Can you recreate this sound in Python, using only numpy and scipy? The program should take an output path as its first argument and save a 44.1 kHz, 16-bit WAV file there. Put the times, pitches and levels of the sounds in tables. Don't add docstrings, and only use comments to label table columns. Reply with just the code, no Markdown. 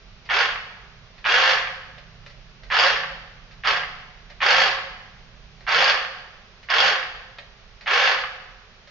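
import sys
import numpy as np
from scipy import signal
from scipy.fft import rfft, irfft, next_fast_len
from scipy.io import wavfile

SR = 44100
rng = np.random.default_rng(int(sys.argv[2]) if len(sys.argv) > 2 else 0)


def generate_wav(signal):
    frames = np.transpose(np.atleast_2d(signal))
    scaled = np.clip(frames, -1, 1) * 32767
    pcm = np.round(scaled).astype(np.int16)
    wavfile.write(sys.argv[1], SR, pcm)


N = 392490
T = np.arange(N) / SR

# f/Hz, spectral level/dB
AIR_COLOUR = [(180, -33), (300, -14), (397, -7.5), (436, -8), (472, -11), (547, -12), (634, -10),
              (946, -13), (1130, -11), (3020, -11), (3600, -13), (5020, -15.5), (5440, -17.5),
              (6300, -21.5), (7300, -40), (9490, -61.5), (16100, -120)]
# f/Hz, spectral level/dB
RUMBLE_COLOUR = [(11, -43.5), (18, 0.5), (32, 0.5), (48, 0.5), (58, -4), (71, -15.5), (102, -6),
                 (118, -9.5), (163, -15.5), (201, -9.5), (216, -17.5), (248, -13), (260, -22.5),
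                 (276, -37.5), (300, -42), (390, -68.5), (660, -120)]
# f/Hz, level/dB
HUM_LINES = [(42, -2.5), (128, -3), (160, 0)]
# t/s, rumble level/dB, hum level/dB
BACKGROUND_LEVELS = [(0.0, -51.5, -64), (2.58, -50.5, -55.5), (5.53, -50.5, -62.5), (6.32, -54, -64.5),
                     (8.23, -54, -64.5), (8.9, -55.5, -72)]
# f/Hz, t60/s
ROOM_T60 = [(200, 1), (500, 1), (1500, 1), (3000, 0.96), (6000, 0.79)]
# f/Hz, correlation
ROOM_CORRELATION = [(100, 0.92), (400, 0.85), (530, 0.88), (750, 0.7), (1000, 0.44), (1300, 0.63),
                    (1650, 0.3), (2050, 0.17), (2500, 0.095), (3100, -0.23), (3800, -0.042), (4600, -0.19),
                    (5500, 0.29), (6700, 0.08)]
# f/Hz, left minus right/dB
MIC_BALANCE = [(60, -6.5), (87, 5), (120, -6), (180, -4.5), (260, -5), (380, -2.5), (540, -7), (780, -5),
               (1130, -5), (1630, -5), (2350, -1), (3390, 1), (4890, -0.5), (7050, 0)]
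# t/s, click level/dB, hull tock level/dB
TAPS_AND_LAST_TICK = [(1.98, -34, -34.5), (2.262, -26, -38), (2.299, -31.5, -46), (7.385, -32, -24.5),
                      (8.874, -31, -42)]
# f/Hz, spectral level/dB
TICK_COLOUR = [(250, -38), (550, 4), (1000, -7.5), (2000, 3.5), (3200, -5), (4700, -2.5), (7000, -26)]
# f/Hz, spectral level/dB
TOCK_COLOUR = [(280, -22), (450, -9.5), (570, 10), (850, -9.5), (1400, -8), (2000, 0), (4000, -4.5),
               (5200, -19), (7000, -30.5)]
# f/Hz, spectral level/dB
HULL_COLOUR = [(200, -43), (330, -39), (380, -34), (470, -15.5), (620, -18), (820, -8), (1300, -4.5),
               (2000, 1.5), (3200, -1), (3900, -9), (4600, -10.5), (5300, -16.0), (6000, -18),
               (7200, -37.5)]
# f/Hz, width/Hz, gain/dB
HULL_MODES = [(364, 13, 13), (429, 43, 9), (520, 71, 5.5), (580, 160, 8), (731, 84, 8.5), (875, 100, 4.5),
              (971, 24, -14.5), (997, 29, 3), (1104, 245, 5), (1156, 58, 1), (1289, 80, 3.5), (1493, 51, 2),
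              (1684, 160, 5.5), (1722, 18, -6), (1900, 37, 1), (2430, 210, -2), (3117, 76, -6.5),
              (3260, 11, 2), (4000, 29, -6), (4350, 99, 3), (4740, 90, 4.5), (5024, 85, 2.5),
              (4790, 34, 3.5), (5170, 130, 4.5), (5150, 18, 3.5), (5300, 23, 8), (6370, 110, 7),
              (6790, 210, 9)]
# f/Hz, spectral level/dB
CLACK_COLOUR = [(200, -43), (450, -16.5), (900, -3), (1700, -1), (2300, -6), (3100, 6.5), (3900, -8.5),
                (4500, 1.5), (5300, -10.5), (6200, -20), (7200, -36.5)]
# t/s, level/dB
LOUD_CLACKS = [(2.7975, -3.5), (2.8374, -0.5), (3.6732, -3), (4.5122, -2.5), (4.675, -7)]
# multiple of rotor speed, level/dB
WHINE_ORDERS = [(2, -21.5), (3, 1), (4, -14.5), (9, 3), (10, 2.5)]
# t/s, length/s, speed aimed for/Hz, level/dB, knock/dB, switch lead/s, tick level/dB
BURSTS = [(0.296, .12, 172.6, -0.5, -5, 0.041, -28), (1.248, .27, 179.2, -0.5, -2.5, 0.069, -31.5),
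          (2.707, .17, 186, -0.5, -1, .074, -27.5), (3.642, 0.064, 184.1, -0.5, -0.5, 0.13, -31.5),
          (4.41, .22, 182.5, .5, 0, 0.11, -27.5), (5.673, .22, 181.6, -1, 2, .067, -31.5),
          (6.693, .18, 182.2, -0.5, 2.5, .063, -30.5), (7.866, .22, 176.6, -0.5, -5, 0.056, -26.5)]
# speed factor, level/dB, coasting factor, left minus right/dB, knock from shaft play/dB
DRIVES = [(1.0, 0, .82, -1.5, -1.0), (0.99, -1, 1.12, 4.5, -10.5)]

RUN_UP_S, COAST_S, RATED_HZ = .039, .19, 181
POLES, PULSES_PER_TURN = 3, 10
CUTOFF_HZ = 7350


def from_db(db):
    return 10 ** (np.asarray(db) / 20)


def unit_power(x):
    return x / np.sqrt(np.mean(x ** 2) + 1e-20)


def at_hz(points, hz):
    f, value = np.transpose(points)
    return np.interp(np.log(np.maximum(hz, 1)), np.log(f), value)


def drift(rate_hz):
    knots = rng.standard_normal(4000)
    return np.interp(T * rate_hz, np.arange(len(knots)), knots)


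def convolve(x, response):
    return signal.oaconvolve(np.atleast_2d(x), np.atleast_2d(response), axes=1)[:, :N]


def bell_db(hz, centre, width, peak_db):
    return peak_db / (1 + (2 * (hz - centre) / width) ** 2)


def body(colour, modes=(), size=8192):
    hz = np.arange(size // 2 + 1) * SR / size
    db = at_hz(colour, hz) - 30 * np.clip(hz / CUTOFF_HZ - 1, 0, 1)
    db += sum(bell_db(hz, *mode) for mode in modes)
    cepstrum = irfft(np.log(from_db(db)))
    cepstrum[1:size // 2] *= 2
    cepstrum[size // 2 + 1:] = 0
    response = irfft(np.exp(rfft(cepstrum)))
    return response / np.linalg.norm(response)


def blows(contacts, scuff_s, scuff_db):
    out, age = np.zeros(N + 4096), np.arange(4096) / SR
    for start, db in contacts:
        hit = from_db(scuff_db) * rng.standard_normal(len(age)) * np.exp(-age / scuff_s)
        hit[0] += 1
        out[int(start * SR):][:len(age)] += from_db(db) * hit
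    return out[:N]


def diffuse(size):
    mid, side = rfft(rng.standard_normal((2, size)))
    hz = np.arange(len(mid)) * SR / size
    alike = np.clip(at_hz(ROOM_CORRELATION, hz), -1, 1)
    return np.sqrt(1 + alike) * mid + np.sqrt(1 - alike) * side * [[1], [-1]], hz


def coloured_noise(colour):
    noise, hz = diffuse(next_fast_len(N, True))
    return unit_power(irfft(noise * from_db(at_hz(colour, hz)))[:, :N])


def room_tone(air_db=-53, rumble_db=1.0, hum_db=1.5):
    times, rumble_level, hum_level = np.transpose(BACKGROUND_LEVELS)
    rumble = from_db(rumble_db + np.interp(T, times, rumble_level)) * coloured_noise(RUMBLE_COLOUR)
    hum = sum(from_db(db + 2.5 * drift(4.2)) * np.sin(2 * np.pi * hz * T + .73 * drift(6))
              for hz, db in HUM_LINES)
    hum *= from_db(hum_db + np.interp(T, times, hum_level))
    return from_db(air_db) * coloured_noise(AIR_COLOUR) + rumble + hum


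def room(direct_db=-3.5, wet_db=-3.0, early_db=10.0, early_s=.018, gap_s=.0012, size=SR):
    noise, hz = diffuse(size)
    age = np.arange(size) / SR
    tail = 0
    for centre, t60 in ROOM_T60:
        band = at_hz([(f, f == centre) for f, _ in ROOM_T60], hz)
        tail = tail + irfft(noise * band, size) * from_db(-60 * age / t60)
    tail = tail * (1 + from_db(early_db) * np.exp(-age / early_s)) * (age > gap_s)
    response = from_db(wet_db) * unit_power(tail) / np.sqrt(size)
    response[:, 0] += from_db(direct_db)
    return response


def switch_and_taps(tock_db=-1.5):
    switch = [(on - lead_s, tick_db) for on, *_, lead_s, tick_db in BURSTS]
    clicks = blows(switch + [(t, db) for t, db, _ in TAPS_AND_LAST_TICK], scuff_s=.018, scuff_db=-13.5)
    tocks = blows([(t, db) for t, _, db in TAPS_AND_LAST_TICK], scuff_s=.0087, scuff_db=-3)
    return convolve(clicks, body(TICK_COLOUR)) + from_db(tock_db) * convolve(tocks, body(TOCK_COLOUR))


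def coasting_s(length, top_hz):
    return COAST_S * top_hz / RATED_HZ * (1 - np.exp(-length / RUN_UP_S))


def spin(coast_factor, bite_s=.0024, stall_db=-.5, coast_db=-1.5, unload_s=.0059):
    rotor_hz, force, knock_gain = np.zeros((3, N))
    for on, length, top_hz, db, knock_db, *_ in BURSTS:
        part = slice(int(on * SR), int((on + .8) * SR))
        age = np.maximum(T[part] - on, 0)
        since_off = np.maximum(age - length, 0)
        run_down = np.clip(1 - since_off / (coasting_s(length, top_hz) * coast_factor), 0, 1)
        speed = (1 - np.exp(-np.minimum(age, length) / RUN_UP_S)) * run_down
        unloaded = 1 - np.exp(-since_off / unload_s)
        load = from_db(db + stall_db * (1.5 - speed) + coast_db * unloaded)
        rotor_hz[part] = top_hz * speed
        force[part] = load * (1 - np.exp(-age / bite_s)) * run_down ** .99
        knock_gain[part] = from_db(knock_db) * speed ** .82
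    return rotor_hz, force, knock_gain


def gear_slack(lead_s=.006, kick_db=-14, stop_db=-9, spread_db=2):
    stiffest = min(coast_factor for _, _, coast_factor, _, _ in DRIVES)
    kicks = [(on - lead_s, kick_db) for on, *_ in BURSTS]
    stop_times = [on + length + stiffest * coasting_s(length, top_hz) for on, length, top_hz, *_ in BURSTS]
    stops = [(t, stop_db + spread_db * rng.standard_normal()) for t in stop_times]
    slack = blows(kicks, scuff_s=.0078, scuff_db=-10) + blows(stops, scuff_s=.0029, scuff_db=-9)
    return signal.sosfilt(signal.butter(2, [800, 3200], "band", fs=SR, output="sos"), slack)


def gear_clacks(per_s=6, lesser_db=-16.5, spread_db=2.5):
    speed = spin(coast_factor=.9)[0] / RATED_HZ
    at = np.flatnonzero((rng.random(N) < per_s / SR) & (speed > 0))
    db = lesser_db + 10 * np.log10(speed[at]) + spread_db * rng.standard_normal(N)[at]
    return blows([*LOUD_CLACKS, *zip(T[at], db)], scuff_s=.002, scuff_db=-8.5)


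def motor_whine(turns, knock_gain, tone_db=-32.5, flutter_db=3.0, unbalance_db=-53):
    tones = sum(from_db(tone_db + db + flutter_db * drift(70)) * np.sin(2 * np.pi * order * turns)
                for order, db in WHINE_ORDERS)
    return tones + from_db(unbalance_db) * knock_gain ** 2 * np.sin(2 * np.pi * turns)


def shaft_knocks(pulse_at, decay_s=.0014):
    tight_spots = np.zeros(N)
    tight_spots[pulse_at[PULSES_PER_TURN - 1::PULSES_PER_TURN]] = 1
    envelope = signal.lfilter([1], [1, -np.exp(-1 / (decay_s * SR))], tight_spots + 1e-18)
    return envelope * rng.standard_normal(N) * from_db(2 * drift(60))


def gear_rattle(pulses, pulse_at, jitter_s=.0003, wear_db=3.5, chance_db=4.0, rub_db=-12.5, press_db=2.5):
    wear = rng.standard_normal(PULSES_PER_TURN)
    wear = np.resize(unit_power(wear - wear.mean()), len(pulse_at))
    hardness, lateness = rng.standard_normal((4000, 2))[:len(pulse_at)].T
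    landings = np.clip(pulse_at + (jitter_s * SR * lateness).astype(int), 0, N - 1)
    strikes = np.zeros(N)
    strikes[landings] = from_db(wear_db * wear + chance_db * np.clip(hardness, -2, 2))
    rub = from_db(rub_db) * rng.standard_normal(N) * (1 + .48 * np.cos(2 * np.pi * pulses))
    press = from_db(press_db * np.cos(2 * np.pi * pulses / PULSES_PER_TURN))
    return press * (strikes + rub)


def drive(speed_factor, coast_factor, wobble=.009, grating_hz=(700, 2600), edges_db=-.5, whine_db=3.5):
    rotor_hz, force, knock_gain = spin(coast_factor)
    speed = rotor_hz / RATED_HZ
    turns = np.cumsum(rotor_hz * speed_factor * (1 + wobble * drift(40))) / SR
    pulses = POLES * turns
    pulse_at = np.flatnonzero(np.diff(np.floor(pulses)) > 0)
    rattle = force * gear_rattle(pulses, pulse_at)
    grating = signal.sosfilt(signal.butter(1, grating_hz, "band", fs=SR, output="sos"), rattle)
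    rattle = grating + from_db(edges_db) * speed ** .97 * (rattle - grating)
    knocks = np.sqrt(force) * knock_gain * shaft_knocks(pulse_at)
    whine = force * from_db(whine_db) * speed ** 5 * motor_whine(turns, knock_gain)
    return rattle, knocks, whine


def scene(rattle_db=-9.0, knock_db=-6.5, clack_db=4.0):
    hull, shaft = body(HULL_COLOUR, HULL_MODES), body(CLACK_COLOUR, HULL_MODES)
    contacts = convolve(gear_slack(), hull) + from_db(clack_db) * convolve(gear_clacks(), shaft)
    out = convolve(contacts + switch_and_taps(), room())
    for speed_factor, db, coast_factor, pan_db, play_db in DRIVES:
        rattle, knocks, whine = drive(speed_factor, coast_factor)
        place = from_db(db + pan_db * np.array([[.5], [-.5]]))
        clatter = from_db(rattle_db) * convolve(rattle, hull)
        clatter += from_db(knock_db + play_db) * convolve(knocks, shaft)
        out += convolve(place * clatter, room())
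        out += convolve(place * whine, room(wet_db=-3.5))
    return out + room_tone()


def record(dry, ceiling=.8):
    size = next_fast_len(N + 4096, True)
    spectrum = rfft(dry, size)
    hz = np.arange(spectrum.shape[1]) * SR / size
    balance_db = at_hz(MIC_BALANCE, hz) * np.array([[.5], [-.5]])
    hollow_db = bell_db(hz, centre=295, width=61, peak_db=-9)
    heard = irfft(spectrum * from_db(balance_db + hollow_db), size)[:, :N]
    rounded = heard / (1 + (heard / ceiling) ** 4) ** .25
    return signal.sosfilt(signal.ellip(12, .3, 80, CUTOFF_HZ, fs=SR, output="sos"), rounded)


dry = scene()
out = record(dry)
generate_wav(out)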